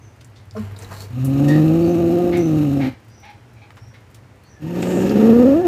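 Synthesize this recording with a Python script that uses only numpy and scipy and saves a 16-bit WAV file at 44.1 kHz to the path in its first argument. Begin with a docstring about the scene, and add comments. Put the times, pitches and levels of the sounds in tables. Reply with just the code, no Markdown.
"""A wooden bench in a humming room, with an angry cat close to the microphone and birds far off.
A low grumble (a fluttering sine), a hiss (coloured noise) and a soft thump (bench modes) come first.
Then a long growl, and a shorter one that rattles and climbs into a yowl: both are uneven harmonics
of the vocal folds with random pulses and breath noise. Noise bursts make the ticks of mouth and bench;
the birds are hoarse resonant squawks and gliding sines."""
import sys
import numpy as np
from scipy import signal
from scipy.fft import rfft, irfft
from scipy.io import wavfile

SR = 44100
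rng = np.random.default_rng(int(sys.argv[2]) if len(sys.argv) > 2 else 0)


def transcribe(signal):
    """Save signal, clipped to [-1, 1], as a 16-bit WAV file at the path in sys.argv[1]."""
    frames = np.atleast_2d(signal).T
    limited = np.clip(frames, -1, 1)
    pcm = np.round(limited * 32767).astype(np.int16)
    wavfile.write(sys.argv[1], SR, pcm)


N = 250047

# room background colour: (frequency [Hz], relative level [dB per Hz])
ROOM_COLOUR = [(18, -62), (30, -20.5), (108, 2.5), (163, -18), (191, -10), (407, -16.5), (502, -16.5),
               (557, -18.5), (802, -20.5), (989, -21.5), (1100, -23), (2050, -25), (3740, -35.5),
               (5670, -37), (15300, -50)]
# harsh distant bird calls, level before the birds' common boost: (time [s], length [s], level [dB],
# base pitch [Hz], main resonance [Hz], low resonance before a 1.5 dB lift [dB], hoarseness [0-1])
SQUAWKS = [(1.467, 0.119, -40, 917, 1850, -14, 0.39), (2.316, 0.068, -40, 723, 2080, -4, 0.77),
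           (2.791, 0.098, -41, 782, 2077, -2, 0.72), (3.218, .11, -50, 801, 2230, 1.5, 0.69),
           (3.558, .037, -63, 754, 2300, -6, 0.4), (3.611, 0.041, -55.5, 808, 2320, -5, .4),
           (3.935, 0.034, -56.5, 660, 2000, -14, 0.9)]
# thin distant bird notes, level before the birds' common boost:
# (time [s], length [s], level [dB], middle pitch [Hz], glide [factor, above 0 up, below 0 down])
CHIRPS = [(0, 0.097, -63, 6140, -1.03), (1.796, 0.095, -52.5, 4507, 0.87), (1.84, .13, -54.5, 6150, -0.96),
          (2.351, 0.144, -49, 6040, 0.81), (3.08, .24, -62, 5760, -0.88), (3.068, .14, -67, 4950, 0.94),
          (3.759, .2, -65, 5600, 0.94), (4.428, 0.066, -63.5, 4400, 1), (4.456, 0.12, -63, 5880, -1.3)]
# ticks and scuffs of mouth and bench, played 10 dB below the listed level:
# (time [s], level [dB], centre [Hz], width [octaves], rise [s], t60 [s])
TICKS = [(0.207, -36.5, 3240, 1.4, .005, 0.043), (.245, -37.5, 7250, 0.66, .001, .03),
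         (0.355, -42.5, 3700, .9, 0.0076, 0.25), (.51, -30, 4970, 0.73, .0006, 0.0082),
         (.56, -29, 1210, 0.47, .008, 0.14), (.565, -38.5, 5300, .2, .007, .031),
         (.763, -29.5, 4120, .2, .001, .028), (.788, -30, 8260, .45, .001, .03),
         (.82, -35, 6000, .57, .0035, .053), (.845, -30, 3970, 0.21, .002, 0.026),
         (.903, -25.5, 920, 0.96, .012, .15), (1.245, -25.5, 10100, 1.2, .004, 0.11),
         (1.48, -26.5, 4800, 1.5, 0.0048, 0.13), (2.37, -27.5, 7900, 1.3, 0.0034, .041),
         (3.705, -26.5, 1190, 1.45, .001, 0.015), (3.768, -33.5, 1200, 1.6, 0.0017, 0.11),
         (3.81, -24.5, 119, 0.14, .012, 0.089), (4.144, -35, 4300, 2.1, 0.0025, 0.058),
         (4.332, -33.5, 350, 0.62, 0.0014, 0.031), (4.822, -25, 7300, 0.28, .002, .037),
         (4.827, -16.5, 2550, 1.15, 0.0018, .028), (5.092, -23, 4474, 0.96, 0.004, .03)]
# low grumble before the first growl, played 0.5 dB above the listed level: (time [s], level [dB])
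GRUMBLE = [(0.25, -63), (0.276, -51), (0.534, -37), (0.646, -30), (0.796, -37.5), (1.12, -33.5)]
# the hiss, before the trims in hiss(): (time [s], throat noise [dB], noise at the teeth [dB])
HISS = [(0.53, -71, -65), (0.56, -50, -59), (0.568, -43, -52), (0.634, -45.5, -54.5), (0.758, -48.5, -64),
        (0.762, -50, -55), (0.826, -42, -48.5), (0.878, -46, -57), (0.914, -43.5, -47.5),
        (1.04, -45, -43.5), (1.07, -50, -58), (1.12, -53, -62)]
# colour of the hiss: (frequency [Hz], relative level [dB per Hz])
HISS_COLOUR = [(180, -1.5), (300, -11.5), (378, 0), (460, -3.5), (560, -10), (694, -7), (818, -9),
               (1100, -9.5), (1580, -14.5), (1830, -13.5), (3540, -19.5), (4240, -18), (5250, -23.5),
               (10800, -30.5), (15300, -34)]
# resonances of the open mouth in the hiss: (frequency [Hz], width [Hz], added gain [dB])
JAWS = [(4400, 340, -10), (7300, 1300, -3), (12600, 2300, 3)]
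# modes of the bench under the thump, played 10 dB below the listed level:
# (frequency [Hz], level [dB], rise [s], t60 [s])
BENCH = [(215, -11.5, 0.056, 0.108), (435, -16.5, 0.029, 0.045), (625, -20, 0.0025, 0.1),
         (1063, -29.5, 0.024, 0.14), (1342, -31, 0.019, 0.1), (1610, -51, 0.023, .09)]
# passing whistles of nose and mouth:
# (time [s], length [s], level [dB], start [Hz], end [Hz], width [Hz])
WHISTLES = [(4.48, 0.18, -58, 1900, 1600, 59), (4.78, 0.35, -44, 7600, 6990, 1700),
            (4.74, 1.3, -47, 1700, 1740, 70), (0.918, 0.15, -50, 4130, 4400, 320)]
# the two calls: (time [s], pitch [Hz], effort [dB])
GROWL = [(1.1, 119.2, -35.5), (1.18, 127.5, -20), (1.458, 143.2, -13.5), (1.56, 153.1, -11),
         (1.626, 156.4, -12), (1.656, 154.5, -12.5), (1.794, 166.7, -14.5), (2.022, 173.2, -16),
         (2.164, 173, -16), (2.214, 175.6, -16), (2.33, 177.1, -18), (2.402, 170.8, -15.5),
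         (2.432, 163.9, -17.5), (2.574, 152.3, -15), (2.696, 140.6, -17), (2.818, 137.9, -17),
         (2.884, 127.3, -19.5), (2.92, 124.3, -38.5)]
YOWL = [(4.59, 155.8, -47), (4.642, 153.9, -25), (4.73, 173.8, -26.5), (4.792, 172.6, -21),
        (4.822, 177.1, -23.5), (4.95, 177.5, -19), (5.116, 204, -17.5), (5.242, 214.6, -10.5),
        (5.302, 229.2, -9), (5.448, 249.3, -9), (5.536, 286.1, -11.5), (5.6, 360.3, -14),
        (5.63, 368.3, -21), (5.66, 349.2, -12)]
# state of the vocal folds; pressing weakens the fundamental: (time [s], roughness [0-1], press [dB])
GROWL_FOLDS = [(1.24, 0.11, -4.5), (1.31, .11, 1), (1.479, 0.25, -0.5), (1.619, .18, -1), (2.299, 0.27, 2),
               (2.55, .18, 1.5), (2.791, 0.21, 3.5), (2.869, .24, 10.5)]
YOWL_FOLDS = [(4.65, 0.23, -4), (4.72, 0.29, -1), (4.82, .54, 2), (4.959, .44, 8), (5.12, 0.44, 1.5),
              (5.3, .15, 0), (5.601, 0.084, 0.5)]
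# throat response, sharing the effort between the two lowest harmonics: (frequency [Hz], gain [dB])
GROWL_THROAT = [(125, 1), (152, 0.5), (175, -8.5), (250, -3), (278, 1), (350, -2)]
YOWL_THROAT = [(150, 1.5), (180, 2.5), (245, -6), (300, 3), (360, -5), (490, -10.5), (570, -5), (720, -17)]
# colour of the overtones of each call: (frequency [Hz], relative level [dB])
GROWL_OVERTONES = [(380, -4), (450, -7), (530, -3), (610, -12), (700, -6.5), (860, -21), (1020, -44),
                   (1240, -20), (1500, -38)]
YOWL_OVERTONES = [(450, 7), (530, 15.5), (600, -8), (700, 0.5), (790, -5), (900, -10), (1050, -11.5),
                  (1230, -5.5), (1450, -13.5), (1800, -45)]
# colour of the uneven pulses: (frequency [Hz], relative level [dB])
RATTLE = [(40, -35), (70, -17), (110, -12.5), (155, -11.5), (230, 5.5), (350, 2.5), (430, -23), (540, 2.5),
          (620, -23.5), (740, -7), (950, -33.5), (1500, -71)]
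# air through the nearly shut mouth: (frequency [Hz], relative level [dB per Hz])
GROWL_AIR = [(530, -22), (900, -7.5), (1030, -3), (1220, -6.5), (1550, -8), (2090, -10), (2650, -5.5),
             (3430, -16), (3820, -9.5), (4670, -18.5), (6750, -18.5), (7870, -19.5), (10600, -26.5),
             (12600, -16), (15300, -26.5)]
YOWL_AIR = [(530, -56), (900, 6), (1050, -12), (1210, -8), (1430, -10), (1830, -4), (2060, -9.5),
            (2620, -7), (3350, -14), (3600, -14), (5850, -19.5), (7690, -21), (10500, -30), (12400, -17.5),
            (15300, -31)]
# narrow resonances of mouth and nose: (frequency [Hz], width [Hz], added gain [dB])
NOSE = [(1240, 63, 6.5), (1812, 27, -1), (2760, 310, -9), (3680, 100, -15.5), (5370, 170, -2.5),
        (6670, 170, 2.5)]

TIME = np.arange(N) / SR
BINS = np.fft.rfftfreq(N, 1 / SR)
ROOM_DB, HUM_DB, HUM_HZ = -47, -51, 115.4
# birds too far to tell apart; level before the birds' common boost
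FAR_NOTES_PER_S, FAR_NOTE_DB, FAR_NOTE_S = 8.8, -81.5, .17
FAR_LOW_HZ, FAR_HIGH_HZ = 2800, 7400
SQUAWK_WIDTH_HZ = 1100  # width of the main resonance in a fully hoarse call
CHIRP_GLIDE = 0.066  # share of its pitch that a note slides when its glide factor is 1
FIDGETS_PER_S, FIDGET_DB, FIDGET_T60_S = 14, -58, .03  # average rate; each level varies at random
GRUMBLE_HZ = 99.5
TREBLE_HZ = 3400  # hiss below this comes from the throat, above it from the teeth
THUMP_S = .55
EASY_HZ = 154.2  # a relaxed pitch; above it the folds tighten and the jaw opens
FULL_DB = -14  # the effort of a full growl
# the whistle at the teeth sinks as the jaw opens
TEETH_HZ, TEETH_WIDTH_HZ, TEETH_SAG_HZ_PER_OCTAVE = 12360, 560, 1150
TEETH_SWELL_DB = 17  # how far that whistle rises from the ends of a call to its middle
MIC_LOW_HZ = 48  # the small microphone loses the deep bass
EDGE_HZ = 15550  # upper band limit


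def amp(db):
    """Decibels to gain."""
    return 10 ** (np.asarray(db) / 20)


def unit(x):
    """Scales to rms 1."""
    return x / np.sqrt(np.mean(x ** 2) + 1e-20)


def read(points, hz):
    """Gain of a short spectrum at any frequency, drawn straight over log frequency."""
    f, db = np.transpose(points)
    return amp(np.interp(np.log(hz + 1), np.log(f + 1), db))


def curves(rows):
    """A soft gate over the span of a table and just past it, then its columns at every sample."""
    s, *columns = np.transpose(rows)
    inside = np.minimum(TIME - s[0], s[-1] + .025 - TIME)
    gate = np.clip(inside / .008, 0, 1)
    return [gate] + [np.interp(TIME, s, c) for c in columns]


def colour(x, gain):
    """Filters by a gain per frequency; rms 1."""
    return unit(irfft(rfft(x) * gain, N))


def noise():
    """White noise."""
    return rng.standard_normal(N)


def wander(hz):
    """Smooth random drift with speeds up to about hz; rms 1."""
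    return colour(noise(), 1 / (1 + (BINS / hz) ** 4))


def resonate(x, hz, width):
    """A resonance of gain 1 that follows the curve hz."""
    turn = np.exp(2j * np.pi * np.cumsum(hz * np.ones(N)) / SR)
    r = np.exp(-np.pi * abs(width) / SR)
    # shift the band down to zero, smooth it there, shift it back
    smooth = signal.lfilter([1 - r], [1, -r], x / turn + 1e-18)
    return 2 * (turn * smooth).real


def whistle(hz, width):
    """A narrow band of air noise, resonated twice; rms 1."""
    return unit(resonate(resonate(noise(), hz, width), hz, width))


def peaks(rows, hz):
    """Summed gain of bell-shaped resonances (frequency [Hz], width [Hz], gain [dB])."""
    return sum(amp(db) / (1 + (2 * (hz - f) / width) ** 2) for f, width, db in rows)


def causal(gain):
    """The same gains with the phase lag of a real resonator: it rings after the blow."""
    log_gain = np.log(np.r_[gain, gain[:0:-1]])
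    return np.exp(np.conj(signal.hilbert(log_gain)))[:len(gain)]


def add(mix, s, sound):
    """Mixes a sound in at time s."""
    part = mix[max(0, round(s * SR)):][:len(sound)]
    part += sound[:len(part)]


def echoes(x, t60):
    """A diffuse noise tail of energy 1 after a 4 ms gap."""
    t = TIME[:SR // 2]
    tail = rng.standard_normal(len(t)) * amp(-60 * t / t60) * (t > .004)
    return signal.fftconvolve(x, tail / np.linalg.norm(tail))[:N]


def boards(x):
    """Reflections off the boards close by ripple the treble."""
    out = x.copy()
    for delay_s, db in [(.0007, -22), (.0019, -33), (.0043, -16.5)]:
        add(out, delay_s, amp(db) * x)
    return out


def room():
    """Steady coloured noise with a low hum made of narrow-band noise."""
    background = colour(noise(), read(ROOM_COLOUR, BINS))
    return amp(ROOM_DB) * background + amp(HUM_DB) * whistle(HUM_HZ, 22)


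def chorus():
    """Very faint gliding bird notes at random times and pitches."""
    out = np.zeros(N)
    u = np.linspace(0, 1, int(FAR_NOTE_S * SR))
    warble = wander(300)
    for when, height, slope in rng.random((int(FAR_NOTES_PER_S * N / SR), 3)):
        start = int(when * (N - len(u)))
        bend = 1 + CHIRP_GLIDE * (slope - .5) * u + 0.026 * warble[start:][:len(u)]
        hz = FAR_LOW_HZ * (FAR_HIGH_HZ / FAR_LOW_HZ) ** height * bend
        note = np.sin(np.pi * u) * np.sin(2 * np.pi * np.cumsum(hz) / SR)
        add(out, when * N / SR, amp(FAR_NOTE_DB) * note)
    return out


def chirps():
    """Thin whistled notes: a wavering sine glides while it swells and fades."""
    out = np.zeros(N)
    for s, length, db, pitch, glide in CHIRPS:
        u = np.linspace(0, 1, int(length * SR))
        hz = pitch * (1 + glide * CHIRP_GLIDE * (u - .5)) * (1 + 0.028 * wander(360)[:len(u)])
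        add(out, s, amp(db) * np.sin(np.pi * u) * np.sin(2 * np.pi * np.cumsum(hz) / SR))
    return out


def squawks():
    """Hoarse calls: unsteady harmonics and noise pass three throat resonances."""
    out = np.zeros(N)
    for s, length, db, pitch, peak, low_db, hoarse in SQUAWKS:
        u = np.linspace(0, 1, int(length * SR))
        bins = np.fft.rfftfreq(len(u), 1 / SR)
        hz = pitch * (1 + 0.0478 * wander(210)[:len(u)] + 0.0274 * np.sin(np.pi * u))
        phase = 2 * np.pi * np.cumsum(hz) / SR
        buzz = unit(sum(np.sin(k * phase) for k in range(1, 8)))
        drive = (1 - hoarse) * buzz + hoarse * rng.standard_normal(len(u))
        throat = [(840, 230, low_db + 1.5), (peak, hoarse * SQUAWK_WIDTH_HZ, 0), (3900, 1800, -15)]
        call = irfft(rfft(drive) * peaks(throat, bins), len(u))
        fade = signal.windows.tukey(len(u), .5) * amp(-5 * u)
        add(out, s, amp(db) * unit(call * fade))
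    return out


def birds():
    """All bird calls, blurred by distance with a diffuse tail."""
    out = chorus() + chirps() + squawks()
    return amp(4.0) * out + amp(3.5) * echoes(out, t60=0.3)


def fidgets():
    """Tiny dry ticks of fur and claws on wood: random clicks, each a short decaying noise."""
    clicks = (rng.random(N) < FIDGETS_PER_S / SR) * amp(3 * rng.standard_normal(N))
    t = TIME[:SR // 10]
    ring = rng.standard_normal(len(t)) * amp(-60 * t / FIDGET_T60_S)
    return amp(FIDGET_DB) * signal.fftconvolve(clicks, ring)[:N]


def ticks():
    """Short dying noise bursts of mouth and bench, each in its own band."""
    t, out = TIME[:4096], np.zeros(N)  # every burst ends within 93 ms
    hz = np.fft.rfftfreq(len(t), 1 / SR) + 1
    for s, db, centre, octaves, rise, t60 in TICKS:
        band = 1 / (1 + (np.log2(hz / centre) / octaves) ** 2) ** 2
        burst = unit(irfft(rfft(rng.standard_normal(len(t))) * band))
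        decay = amp(db - 10 - 60 * np.maximum(t - rise, 0) / t60)
        add(out, s, burst * np.minimum(t / rise, 1) * decay)
    return out


def grumble():
    """A low, nearly pure flutter in the closed throat: a sine of wandering strength."""
    gate, db = curves(GRUMBLE)
    flutter = np.sin(2 * np.pi * GRUMBLE_HZ * TIME) * (1 + 0.41 * wander(40))
    return gate * amp(db + 0.5) * unit(flutter)


def hiss():
    """Air rasps in the throat and spits past the teeth."""
    gate, throat_db, teeth_db = curves(HISS)
    shape = read(HISS_COLOUR, BINS) * (1 + peaks(JAWS, BINS))
    high = 1 / (1 + (TREBLE_HZ / (BINS + 1)) ** 8)
    throat = amp(throat_db + 1.5) * colour(noise(), shape * (1 - high))
    spit = 9 * noise() * (rng.random(N) < 200 / SR)  # tiny pops of saliva, about 200 a second
    teeth = amp(teeth_db - 2.0) * colour(noise() + spit, shape * high)
    return boards(gate * (throat + teeth) * amp(1.9 * wander(150)))


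def thump():
    """A padded blow: the bench's modes swell and die."""
    t, out = TIME[:SR // 3], np.zeros(N)
    for hz, db, rise, t60 in BENCH:
        swell = np.minimum(t / rise, 1) * amp(db - 10 - 60 * np.maximum(t - rise, 0) / t60)
        add(out, THUMP_S, swell * np.sin(2 * np.pi * (hz * t + rng.random())))
    return out


def whistles():
    """Air finds a narrow gap: each whistle swells, glides and fades."""
    out = np.zeros(N)
    for s, length, db, start, end, width in WHISTLES:
        u = np.clip((TIME - s) / length, 0, 1)
        out += amp(db) * np.sin(np.pi * u) * whistle(start + (end - start) * u, width)
    return boards(out)


def harmonics(phase, hz, rough, press_db, throat, overtones, over_db, tighten_db, slip, lag):
    """Pitched beats of the folds: two strong harmonics under nine fluttering overtones."""
    rasp = slip * np.sqrt(abs(rough)) * wander(75.5)  # the instant of closure shifts from beat to beat
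    # the throat shares the effort between two harmonics and makes the higher ones lag
    first, second = read(throat, hz) / amp(press_db), read(throat, 2 * hz)
    tone = first * np.cos(phase) + second * np.cos(2 * phase + rasp - lag)
    tone /= np.hypot(first, second)
    upper = 0
    for k in range(3, 12):
        wave = np.cos(k * (phase + rasp / 2) - lag * k * (k - 1) / 2)
        upper = upper + read(overtones, k * hz) * amp(1.96 * wander(29)) * wave
    # tighter folds are brighter, by tighten_db an octave
    bright_db = over_db + tighten_db * np.log2(hz / EASY_HZ) + .5 * press_db
    return tone + amp(bright_db) * upper


def rattling(turns):
    """Pulses of random size and sign, two a beat, fill the valleys between the harmonics; rms 1."""
    beats = np.diff(np.floor(2 * turns), prepend=0) * (rng.random(N) - .5)
    return colour(beats, causal(read(RATTLE, BINS)))


def breath(phase, limp, rough, air_colour, puff):
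    """Turbulent air pulsing with the folds, coloured by mouth and nose; rms 1."""
    pulse = 1 + 0.16 * np.cos(phase) + puff * rough * limp
    puffs = noise() * pulse * amp(1.0 * wander(40))
    return colour(puffs, read(air_colour, BINS) * (1 + peaks(NOSE, BINS)))


def teeth_whistle(rows, octaves, teeth_db):
    """A thin whistle at the teeth that swells to the middle of the call."""
    spent = np.clip((TIME - rows[0][0]) / (rows[-1][0] - rows[0][0]), 0, 1)
    swell_db = TEETH_SWELL_DB * (np.sin(np.pi * spent) - 1.5)
    hz = TEETH_HZ - TEETH_SAG_HZ_PER_OCTAVE * np.maximum(octaves, 0)
    return amp(teeth_db + swell_db) * whistle(hz, TEETH_WIDTH_HZ)


def voice(rows, folds, throat, overtones, air_colour, over_db, tighten_db, air_db, leak_db, teeth_db,
          rattle_db, chest_db, jitter, slip, shimmer, triple, puff, lag):
    """Vocal folds beat unevenly and pulse the air; effort and roughness shape the layers."""
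    gate, hz, effort_db = curves(rows)
    _, rough, press_db = curves(folds)
    effort = amp(effort_db)
    # slack folds: the period wanders, quickly and slowly
    turns = np.cumsum(hz * (1 + jitter * rough * wander(70) + .014 * wander(22))) / SR
    phase = 2 * np.pi * turns
    # when rough, the folds fall into a strong-weak-weak pattern
    limp = np.cos(phase / 3 + 1.1 * wander(3.7))
    tone = harmonics(phase, hz, rough, press_db, throat, overtones, over_db, tighten_db, slip, lag)
    tone *= np.sqrt(2) * effort * (1 + rough * (triple * limp + shimmer * wander(110)))
    rattle = amp(rattle_db) * rough * effort * rattling(turns)
    # air grows with effort, and rough folds leak more
    flow = amp(air_db + 0.7 * (effort_db - FULL_DB) + leak_db * rough)
    air = flow * breath(phase, limp, rough, air_colour, puff)
    air += effort * teeth_whistle(rows, np.log2(hz / EASY_HZ), teeth_db)
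    # the chest shakes with the effort
    chest = amp(chest_db) * np.sqrt(effort) * whistle(99, 75)
    return gate * (tone + rattle + chest + boards(air))


def scene():
    """The cat up close, the birds far away."""
    growl = voice(GROWL, GROWL_FOLDS, GROWL_THROAT, GROWL_OVERTONES, GROWL_AIR,
                  over_db=-15.0, tighten_db=26, air_db=-44.0, leak_db=14, teeth_db=-37.0,
                  rattle_db=2.5, chest_db=-24, jitter=.07, slip=0.33, shimmer=0.08,
                  triple=0.19, puff=0.73, lag=0.362)
    yowl = voice(YOWL, YOWL_FOLDS, YOWL_THROAT, YOWL_OVERTONES, YOWL_AIR,
                 over_db=-28.5, tighten_db=5.5, air_db=-44.5, leak_db=26.5, teeth_db=-38.0,
                 rattle_db=3.5, chest_db=-27.0, jitter=.085, slip=1.0, shimmer=0.29,
                 triple=0.93, puff=0.3, lag=1.274)
    small = hiss() + thump() + ticks() + fidgets()
    cat = growl + yowl + grumble() + whistles()
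    mix = cat + small + amp(-7) * echoes(small, t60=0.11) + birds() + room()
    return mix[None]


def record(dry):
    """The microphone's bass roll-off, then the band limit."""
    roll_off = signal.butter(3, MIC_LOW_HZ, "high", fs=SR, output="sos")
    dry = signal.sosfilt(roll_off, dry)
    band_limit = signal.firwin(511, EDGE_HZ, window=("kaiser", 9), fs=SR)
    return signal.oaconvolve(dry, band_limit[None], "same")


dry = scene()
out = record(dry)
transcribe(out)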